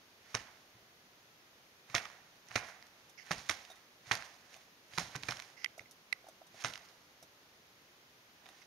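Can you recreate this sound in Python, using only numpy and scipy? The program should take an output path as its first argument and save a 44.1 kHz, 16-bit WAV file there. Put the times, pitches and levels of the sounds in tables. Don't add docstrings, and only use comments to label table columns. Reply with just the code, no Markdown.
import sys
import numpy as np
from scipy import signal
from scipy.fft import rfft, irfft
from scipy.io import wavfile
from scipy.ndimage import uniform_filter1d

SR = 44100
rng = np.random.default_rng(int(sys.argv[2]) if len(sys.argv) > 2 else 0)


def amplitude_ratio(level_db):
    exponent = np.asarray(level_db, float) / 20
    return 10 ** exponent


def transcribe(u):
    v = np.clip(np.atleast_2d(u).T, -1, 1)
    q = np.round(v * 32767).astype(np.int16)
    wavfile.write(sys.argv[1], SR, q)


N = 381906

# frequency in Hz, relative density in dB per Hz.
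AIR_MID_HZ_DB = [(25, -14), (60, -7), (110, 0.5), (400, 1), (900, -2.5), (2000, -4.5), (6000, -8.5),
                 (10000, -12.5), (15000, -9)]
AIR_SIDE_HZ_DB = [(30, -8), (130, -37), (300, -18.5), (600, -8), (1900, -3), (6000, -9.5), (10000, -13),
                  (15000, -10.5)]
AIR_MID_RMS_DB = -64

# impact in seconds, wind-up in seconds, wind-up level in dB,
# level of the flurry just after in dB, level of the trailing rustle in dB, brightness in dB.
STROKES = [(0.344, 0.17, -63, -47, -55.5, -4), (1.944, 0.09, -57.5, -35.5, -50.5, -6),
           (2.556, 0.11, -55.5, -47, -50.5, -6), (3.306, 0.11, -59, -43, -53.5, -3),
           (3.494, 0.084, -60.5, -44.5, -55.5, -2), (4.111, 0.08, -55, -36.5, -51, -3),
           (4.979, 0.11, -58.5, -42.5, -52.5, -0.5), (5.287, 0.15, -59.5, -45, -53.5, -0.5),
           (6.643, 0.13, -56, -44, -53.5, -1.5)]
WINDUP_RISE_DB, WINDUP_LOW_DB = 21.5, -4
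FLURRY_LAG_S, FLURRY_DB_PER_S, TRAIL_DB_PER_S = 0.014, 382, 62.5
BRIGHT_DULLING_DB_PER_S, UPPER_DULLING_DB_PER_S = 10, 12
LUMP_DB, LUMPS_PER_S = 1.6, 45
# peak in seconds, level in dB, brightness in dB.
SHUFFLES = [(0.762, -76, -16), (2.36, -75, -1), (2.64, -57, -14), (3.0, -70, -4), (3.39, -67, 8),
            (3.73, -66.5, -7), (4.535, -64, 1), (8.475, -66, -7), (8.58, -73, 4)]
SHUFFLE_RISE_DB_PER_S, SHUFFLE_FALL_DB_PER_S = 144, 99
# frequency in Hz, relative density in dB per Hz.
FEATHER_HZ_DB = [(150, -38), (250, -33), (538, -4.5), (711, 0.5), (1180, -4), (1310, -3), (1970, 1),
                 (3210, -10.5), (5760, -53), (7000, -9), (9100, -31), (15400, -120)]

# start in seconds, slap level in dB, thud level in dB, thud pitch in Hz.
BLOWS = [(0.344, -30, -37.3, 115), (0.749, -72, -55, 116), (1.898, -53, -53, 127), (1.945, -29.5, -37, 115),
         (2.505, -62, -55, 115), (2.556, -26.5, -36.5, 112), (3.308, -31.5, -31, 170),
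         (3.494, -29.5, -44, 93.4), (4.072, -66, -53, 120), (4.111, -29.5, -37, 112),
         (4.935, -64, -55, 125), (4.979, -31.5, -32, 160), (5.154, -38, -36.5, 133), (5.233, -46, -52, 130),
         (5.286, -33.5, -37.5, 122), (5.804, -53, -56, 109), (6.545, -68, -60, 140),
         (6.644, -30, -38.5, 123), (7.226, -66, -60, 140)]
# frequency in Hz, relative density in dB per Hz.
SLAP_HZ_DB = [(150, -41), (250, -0.5), (1840, 2), (2460, 4.5), (2910, -21), (3840, -2), (4610, -14.5),
              (6350, -0.5), (7000, -15), (9100, -8.5), (15400, -120)]
# frequency in Hz, width in Hz, gain in dB.
CHEST_MODES = [(102, 100, 6), (162, 72, -2), (260, 110, -26)]
SLAP_T60_S, THUD_T60_CYCLES = 0.069, 11.6

# peak in seconds, level in dB, centre in Hz, brightness in dB.
CRACKS = [(0.3475, -31, 1800, -15), (0.351, -19.5, 2100, 1), (0.3713, -39, 1700, -6),
          (1.8996, -45, 1500, -8), (1.945, -25, 1400, -21), (1.9508, -17, 2027, -4),
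          (1.956, -25, 1885, -12), (1.9647, -27, 1770, -20), (1.9809, -27.5, 1920, -20),
          (1.9835, -30, 1900, -3.5), (2.054, -39, 1980, -11), (2.0568, -37, 1620, -11),
          (2.4865, -47, 2500, 25), (2.511, -42, 1580, -10), (2.5155, -37.5, 1400, -16),
          (2.5567, -25, 1670, -14), (2.5605, -19, 2290, -5), (2.5796, -31, 1200, -6),
          (2.8262, -46, 1700, -2), (2.8684, -50, 2100, 7), (3.2649, -48, 1200, 3),
          (3.3102, -26.5, 1080, -27), (3.316, -21, 1400, -5), (3.3825, -39, 1750, 12),
          (3.3939, -41.5, 1900, 2), (3.4907, -32, 2300, 4), (3.4953, -19, 2070, -11), (3.499, -19, 2020, 0),
          (3.5107, -32, 1700, 3), (3.6512, -44.5, 2800, -5), (4.1134, -17.5, 1300, -22),
          (4.1166, -19, 1630, -11), (4.119, -21, 1890, -2), (4.1218, -24.5, 1980, -19),
          (4.144, -35, 1700, 9), (4.1533, -28.5, 1200, 3), (4.224, -34, 1800, -7), (4.5425, -43, 2200, -2),
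          (4.9363, -44, 1900, -15), (4.9779, -26, 1300, -5), (4.9841, -20, 1600, -2),
          (5.1477, -44, 1200, -8), (5.1525, -32, 1520, -20), (5.156, -35, 1770, 2),
          (5.1621, -30.5, 2180, 2), (5.2277, -43, 2000, 8), (5.2345, -31.5, 1900, -8),
          (5.2863, -28, 2100, -4), (5.29, -30, 1920, -9), (5.3094, -28, 2400, 6),
          (5.3228, -30.5, 1400, -11), (5.3705, -39, 2200, -1), (5.3934, -41, 1800, -6),
          (5.4001, -33.5, 2000, -2), (5.4235, -40, 1920, -1), (6.6045, -47, 1900, -22),
          (6.6236, -39, 1900, 0), (6.6403, -30, 2000, 0), (6.6474, -24, 1640, -7), (6.6567, -33, 2400, -6),
          (6.7375, -34.5, 2420, -2), (6.757, -35.5, 2420, -8), (6.777, -42, 1610, 3),
          (6.888, -50, 2500, 12), (8.459, -49, 1500, -8), (8.4645, -48, 1710, -10), (8.489, -49, 1700, -5)]
CRACK_T60_S, FAINT_T60_S_PER_DB = 0.005, 0.0002
LOOSE_MEAN_DELAY_S, LOOSE_DB, LOOSE_SPREAD_DB = 0.07, 8, 3.5
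LOOSE_HZ, LOOSE_BRIGHT_DB = 1600, -5.5

# start in seconds, pop level in dB, pitch in Hz, hiss level in dB, squeak level in dB.
CLUCKS = [(3.094, -65.5, 760, -54, -64), (3.7, -49, 703, -54.5, -53.5), (3.712, -55, 680, -53, -54.5),
          (3.756, -66, 610, -60, -59), (4.562, -56, 680, -56, -62.5), (5.779, -48, 690, -50.5, -61.5),
          (5.812, -57, 640, -68, -70), (5.91, -73.5, 805, -48.5, -66), (6.242, -54.5, 684, -68.5, -67.5),
          (6.267, -52.5, 770, -60.5, -71), (6.285, -46.5, 680, -51.5, -63), (6.415, -50.5, 675, -73, -69.5),
          (6.467, -69, 641, -57.5, -65.5), (6.543, -55.5, 660, -60.5, -67.5),
          (7.226, -54.5, 680, -49.5, -63), (8.457, -56, 736, -68.5, -61), (8.487, -53, 740, -55.5, -62.5)]
# frequency in Hz, width in Hz, gain in dB.
CLUCK_HISS_MODES = [(1400, 2700, -10), (6140, 940, 1.5), (7950, 1100, 4), (10000, 1300, -4),
                    (12400, 1000, -12)]
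SQUEAK_MODES = [(3700, 200, 0)]

# start in seconds, length in seconds, level in dB, swell from start to end in dB.
WHEEZES = [(3.173, 0.065, -55.5, -4.5), (5.565, 0.083, -63, 6), (8.614, 0.02, -59, -3)]
# frequency in Hz, width in Hz, gain in dB.
BREATH_MODES = [(2120, 300, 0), (2720, 300, -13), (5000, 1200, -7)]
WHEEZE_EDGE_S = 0.0068

# start in seconds, ring level in dB, settled pitch in Hz,
# ring time constant in seconds, snap peak in dB.
CLICKS = [(5.6444, -29.5, 1990, 0.0055, -22), (5.6605, -28.3, 1910, 0.002, -46.5),
          (5.7939, -37.5, 1940, 0.0025, -44.5), (5.8582, -57, 2000, 0.0049, -60),
          (6.127, -26.5, 1970, 0.0045, -23.5)]
# frequency in Hz, width in Hz, gain in dB.
SNAP_MODES = [(1300, 600, -14), (2680, 990, 6), (3600, 900, -7), (4740, 740, 3.5), (6600, 810, -9),
              (8600, 1500, -6)]

# frequency in Hz, share from 0 to 1.
FACING_HZ_SHARE = [(200, 0), (400, 0.1), (700, 0.4), (1300, 0.75), (2400, 1.), (4400, 0.63), (8000, 1.),
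                   (14000, 0.7)]
# frequency in Hz, spread in radians at scatter 1.
SCATTER_HZ_RAD = [(300, .1), (700, 0.53), (1400, 0.34), (3000, 0.84), (7000, 0.59), (12000, 3.8)]
FOREST_T60_S, FOREST_DB = 0.56, -22

# frequency in Hz, gain in dB.
TREBLE_HZ_DB = [(6300, 0.5), (7100, -2), (8300, -7), (12000, -3.5), (15000, -10.5)]
# frequency in Hz, width in Hz, depth in dB.
GAPS = [(7630, 406, 17.5), (9630, 228, 27)]
TOP_HZ = 15740


def on_hz(table, n):
    hz, value = np.transpose(table)
    return np.interp(np.log(np.fft.rfftfreq(n, 1 / SR) + 1), np.log(hz), value)


def colour(x, db):
    return irfft(rfft(x) * amplitude_ratio(db), x.shape[-1])


def unit(x):
    return x / np.sqrt(np.mean(x ** 2, axis=-1, keepdims=True))


def band(x, lo_hz, hi_hz):
    return signal.sosfilt(signal.butter(2, [lo_hz, hi_hz], "bandpass", fs=SR, output="sos"), x)


def low_pass(hz):
    return signal.butter(2, hz, fs=SR, output="sos")


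def resonate(x, modes):
    return sum(amplitude_ratio(db) * signal.lfilter(*signal.iirpeak(hz, hz / width_hz, SR), x)
               for hz, width_hz, db in modes)


def fade(length_s, t60_s, rise_s):
    t = np.arange(int(length_s * SR)) / SR
    return (1 - np.exp(-t / rise_s)) * amplitude_ratio(-60 * t / t60_s)


def add(track, start_s, sound):
    i = int(start_s * SR)
    track[..., i:i + sound.shape[-1]] += sound[..., :N - i]


def grainy(grains_per_s, spread_db):
    k = int(SR / grains_per_s)
    jumps = np.minimum(rng.exponential(size=N // k + 1), 3)
    smooth = uniform_filter1d(np.repeat(jumps, k), k // 2)[:N]
    return rng.standard_normal(N) * amplitude_ratio(spread_db * smooth)


def place(x, rightward, scatter):
    detours_s, turns = rng.uniform(0.00021, 0.0014, (6, 1)), rng.uniform(0, 1, (6, 1))
    ripple = np.cos(2 * np.pi * (detours_s * np.fft.rfftfreq(N, 1 / SR) + turns)).sum(axis=0)
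    phase_rad = scatter * on_hz(SCATTER_HZ_RAD, N) * unit(ripple)
    lean = rightward * on_hz(FACING_HZ_SHARE, N) * np.exp(1j * phase_rad)
    side = irfft(rfft(x) * lean, N)
    return np.array([x - side, x + side])


def air():
    mid = colour(rng.standard_normal(N), on_hz(AIR_MID_HZ_DB, N))
    side = colour(rng.standard_normal(N), on_hz(AIR_SIDE_HZ_DB, N))
    side = side - 0.16 * band(mid, 800, 11000)
    return amplitude_ratio(AIR_MID_RMS_DB) / np.std(mid) * np.array([mid + side, mid - side])


def feather_power():
    t = np.arange(0, N / SR, .001)
    power = np.zeros((3, len(t)))
    for s, windup_s, windup_db, flurry_db, trail_db, bright_db in STROKES:
        before_s = np.clip(s - t, 0, None)
        after_s = np.clip(t - s - FLURRY_LAG_S, 0, None)
        windup = amplitude_ratio(windup_db - WINDUP_RISE_DB * (before_s / windup_s) ** 2) ** 2 * (t < s)
        flurry = amplitude_ratio(flurry_db - FLURRY_DB_PER_S * after_s) ** 2
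        trail = amplitude_ratio(trail_db - TRAIL_DB_PER_S * after_s) ** 2
        tail = (flurry + trail) * (after_s > 0)
        power += [windup * amplitude_ratio(WINDUP_LOW_DB) ** 2 + tail,
                  windup + tail * amplitude_ratio(-UPPER_DULLING_DB_PER_S * after_s) ** 2,
                  (windup + tail) * amplitude_ratio(bright_db - BRIGHT_DULLING_DB_PER_S * after_s) ** 2]
    for s, db, bright_db in SHUFFLES:
        fall_db = np.where(t < s, SHUFFLE_RISE_DB_PER_S * (s - t), SHUFFLE_FALL_DB_PER_S * (t - s))
        dull = amplitude_ratio(db - fall_db) ** 2
        power += [dull, dull, dull * amplitude_ratio(bright_db) ** 2]
    return [np.interp(np.arange(N) / SR, t, part) for part in uniform_filter1d(power, size=4, axis=1)]


def lumps():
    k = int(SR / LUMPS_PER_S)
    steps = np.repeat(rng.standard_normal(N // k + 1), k)
    return amplitude_ratio(LUMP_DB * uniform_filter1d(steps, k // 2)[:N])


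def rustle():
    feather = colour(grainy(500, 1.5), on_hz(FEATHER_HZ_DB, N))
    dull = signal.sosfilt(low_pass(2800), feather)
    dull = dull / np.std(band(dull, 600, 4200))
    low = signal.sosfiltfilt(low_pass(1500), dull)
    upper = dull - low
    bright = band(grainy(700, 2.5), 2460, 8500)
    bright = bright / np.std(band(bright, 3400, 6900))
    gains = np.sqrt(np.abs(feather_power()))
    return sum(part * gain * lumps() for part, gain in zip((low, upper, bright), gains))


def blows():
    out, t = np.zeros(N), np.arange(int(.3 * SR)) / SR
    slap = unit(colour(grainy(980, 1.0), on_hz(SLAP_HZ_DB, N)))
    rumble = unit(resonate(rng.standard_normal(N), CHEST_MODES))
    for s, slap_db, thud_db, hz in BLOWS:
        i = int(s * SR)
        ring = np.sin(2 * np.pi * hz * t) + 0.28 * np.sin(2 * np.pi * 2.01 * hz * t) * amplitude_ratio(-300 * t)
        chest = ring * fade(.3, THUD_T60_CYCLES / hz, 0.003)
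        chest = chest + 0.2 * rumble[i:i + len(t)] * fade(.3, 0.34, 0.025)
        hit = slap[i:i + len(t)] * fade(.3, SLAP_T60_S, 0.0012)
        add(out, s, amplitude_ratio(thud_db) * chest + amplitude_ratio(slap_db) * hit)
    return out


def loose_cracks(count):
    rows = []
    for stroke, chance in zip(STROKES, rng.standard_normal((len(STROKES), count, 5))):
        impact_s, trail_db = stroke[0], stroke[4]
        delay_s = .5 * LOOSE_MEAN_DELAY_S * (chance[:, 0] ** 2 + chance[:, 1] ** 2)
        db = trail_db + LOOSE_DB - TRAIL_DB_PER_S * delay_s + LOOSE_SPREAD_DB * chance[:, 2]
        centre_hz = LOOSE_HZ * np.exp(.22 * chance[:, 3])
        bright_db = LOOSE_BRIGHT_DB + 6 * chance[:, 4]
        rows += zip(impact_s + FLURRY_LAG_S + delay_s, db, centre_hz, bright_db)
    return rows


def cracks():
    out, hz = np.zeros(N), np.fft.rfftfreq(512, 1 / SR) + 1
    edge = np.exp(-(np.log2(hz / 5200) / 0.53) ** 2) + 0.44 * (hz > 7000) * np.exp(-(hz / 13500) ** 4)
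    rows = CRACKS + loose_cracks(count=9)
    for (s, db, centre_hz, bright_db), noise in zip(rows, rng.standard_normal((len(rows), 512))):
        knock = np.exp(-(np.log2(hz / centre_hz) / 0.95) ** 2)
        t60_s = CRACK_T60_S + FAINT_T60_S_PER_DB * max(-25 - db, 0)
        burst = rfft(noise * np.roll(fade(512.5 / SR, t60_s, .0001), shift=60))
        snap = unit(irfft(burst * knock)) + amplitude_ratio(bright_db) * unit(irfft(burst * edge))
        power = uniform_filter1d(snap ** 2, size=30)
        peak_s = power.argmax() / SR
        add(out, s - peak_s, snap * amplitude_ratio(db) / np.sqrt(2 * power.max()))
    return out


def forest(x):
    echoes = rng.standard_normal((2, int(.6 * SR))) * fade(.6, FOREST_T60_S, 0.0017)
    echoes = band(echoes, 580, 5500)
    echoes = echoes / np.sqrt(np.sum(echoes ** 2, axis=-1, keepdims=True))
    return amplitude_ratio(FOREST_DB) * signal.fftconvolve(x, echoes, axes=-1)[:, :N]


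def clucks():
    out, t = np.zeros(N), np.arange(2048) / SR
    for (s, db, hz, hiss_db, squeak_db), noise in zip(CLUCKS, rng.standard_normal((len(CLUCKS), 2048))):
        tone = np.sin(2 * np.pi * hz * t) + 0.17 * np.sin(4 * np.pi * hz * t + 1)
        wave = tone + 0.3 * unit(band(noise, 400, 1000))
        pop = wave * np.exp(-((t - .003) / 0.0031) ** 2)
        pop = pop + 0.38 * np.roll(pop, int(0.0092 * SR))
        hiss = amplitude_ratio(hiss_db) * unit(resonate(noise, CLUCK_HISS_MODES))
        squeak = amplitude_ratio(squeak_db) * unit(resonate(resonate(noise, SQUEAK_MODES), SQUEAK_MODES))
        add(out, s, amplitude_ratio(db) * pop + (hiss + squeak) * fade(2048 / SR, 0.063, .001))
    return place(out, 0.66, 1.1)


def wheeze_gain():
    t, gain = np.arange(N) / SR, np.zeros(N)
    for s, length_s, db, swell_db in WHEEZES:
        edges = np.clip(np.minimum(t - s, s + length_s - t) / WHEEZE_EDGE_S, 0, 1)
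        gain += edges * amplitude_ratio(db + swell_db * np.clip((t - s) / length_s, 0, 1))
    return gain


def wheezes():
    broad_modes = [(hz, 2 * width_hz, 0) for hz, width_hz, _ in BREATH_MODES]
    breath = resonate(resonate(grainy(200, 0.52), BREATH_MODES), broad_modes)
    return unit(breath) * wheeze_gain()


def clicks():
    out, t = np.zeros(N), np.arange(1024) / SR
    for (s, db, hz, ring_s, snap_db), noise in zip(CLICKS, rng.standard_normal((len(CLICKS), 1024))):
        pitch_hz = hz * (1 + .3 * np.exp(-t / .001))
        envelope = (1 - np.exp(-t / 0.00016)) * np.exp(-(t / ring_s) ** 2)
        ring = np.sin(2 * np.pi * np.cumsum(pitch_hz) / SR) * envelope
        snap = band(resonate(noise * fade(1024 / SR, 0.011, 0.0003), SNAP_MODES), 650, 11000)
        add(out, s, amplitude_ratio(db) * ring + amplitude_ratio(snap_db) * snap / np.abs(snap).max())
    return out


def scene():
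    wings = place(rustle() + blows() + cracks(), 0.76, 0.96)
    voices = clucks() + place(wheezes() + clicks(), 1.0, 0.66)
    return wings + voices + forest(wings + 0.28 * voices) + air()


def top_cut(x):
    return signal.sosfilt(signal.butter(12, 16460, fs=SR, output="sos"), x)


def record(dry):
    hz = np.fft.rfftfreq(N, 1 / SR)
    gaps_db = sum(depth_db * np.exp(-((hz - gap_hz) / width_hz) ** 2) for gap_hz, width_hz, depth_db in GAPS)
    response_db = on_hz(TREBLE_HZ_DB, N) - gaps_db - 60 * (hz > TOP_HZ)
    mix = colour(dry, response_db)
    return top_cut(mix)


dry = scene()
out = record(dry)
transcribe(out)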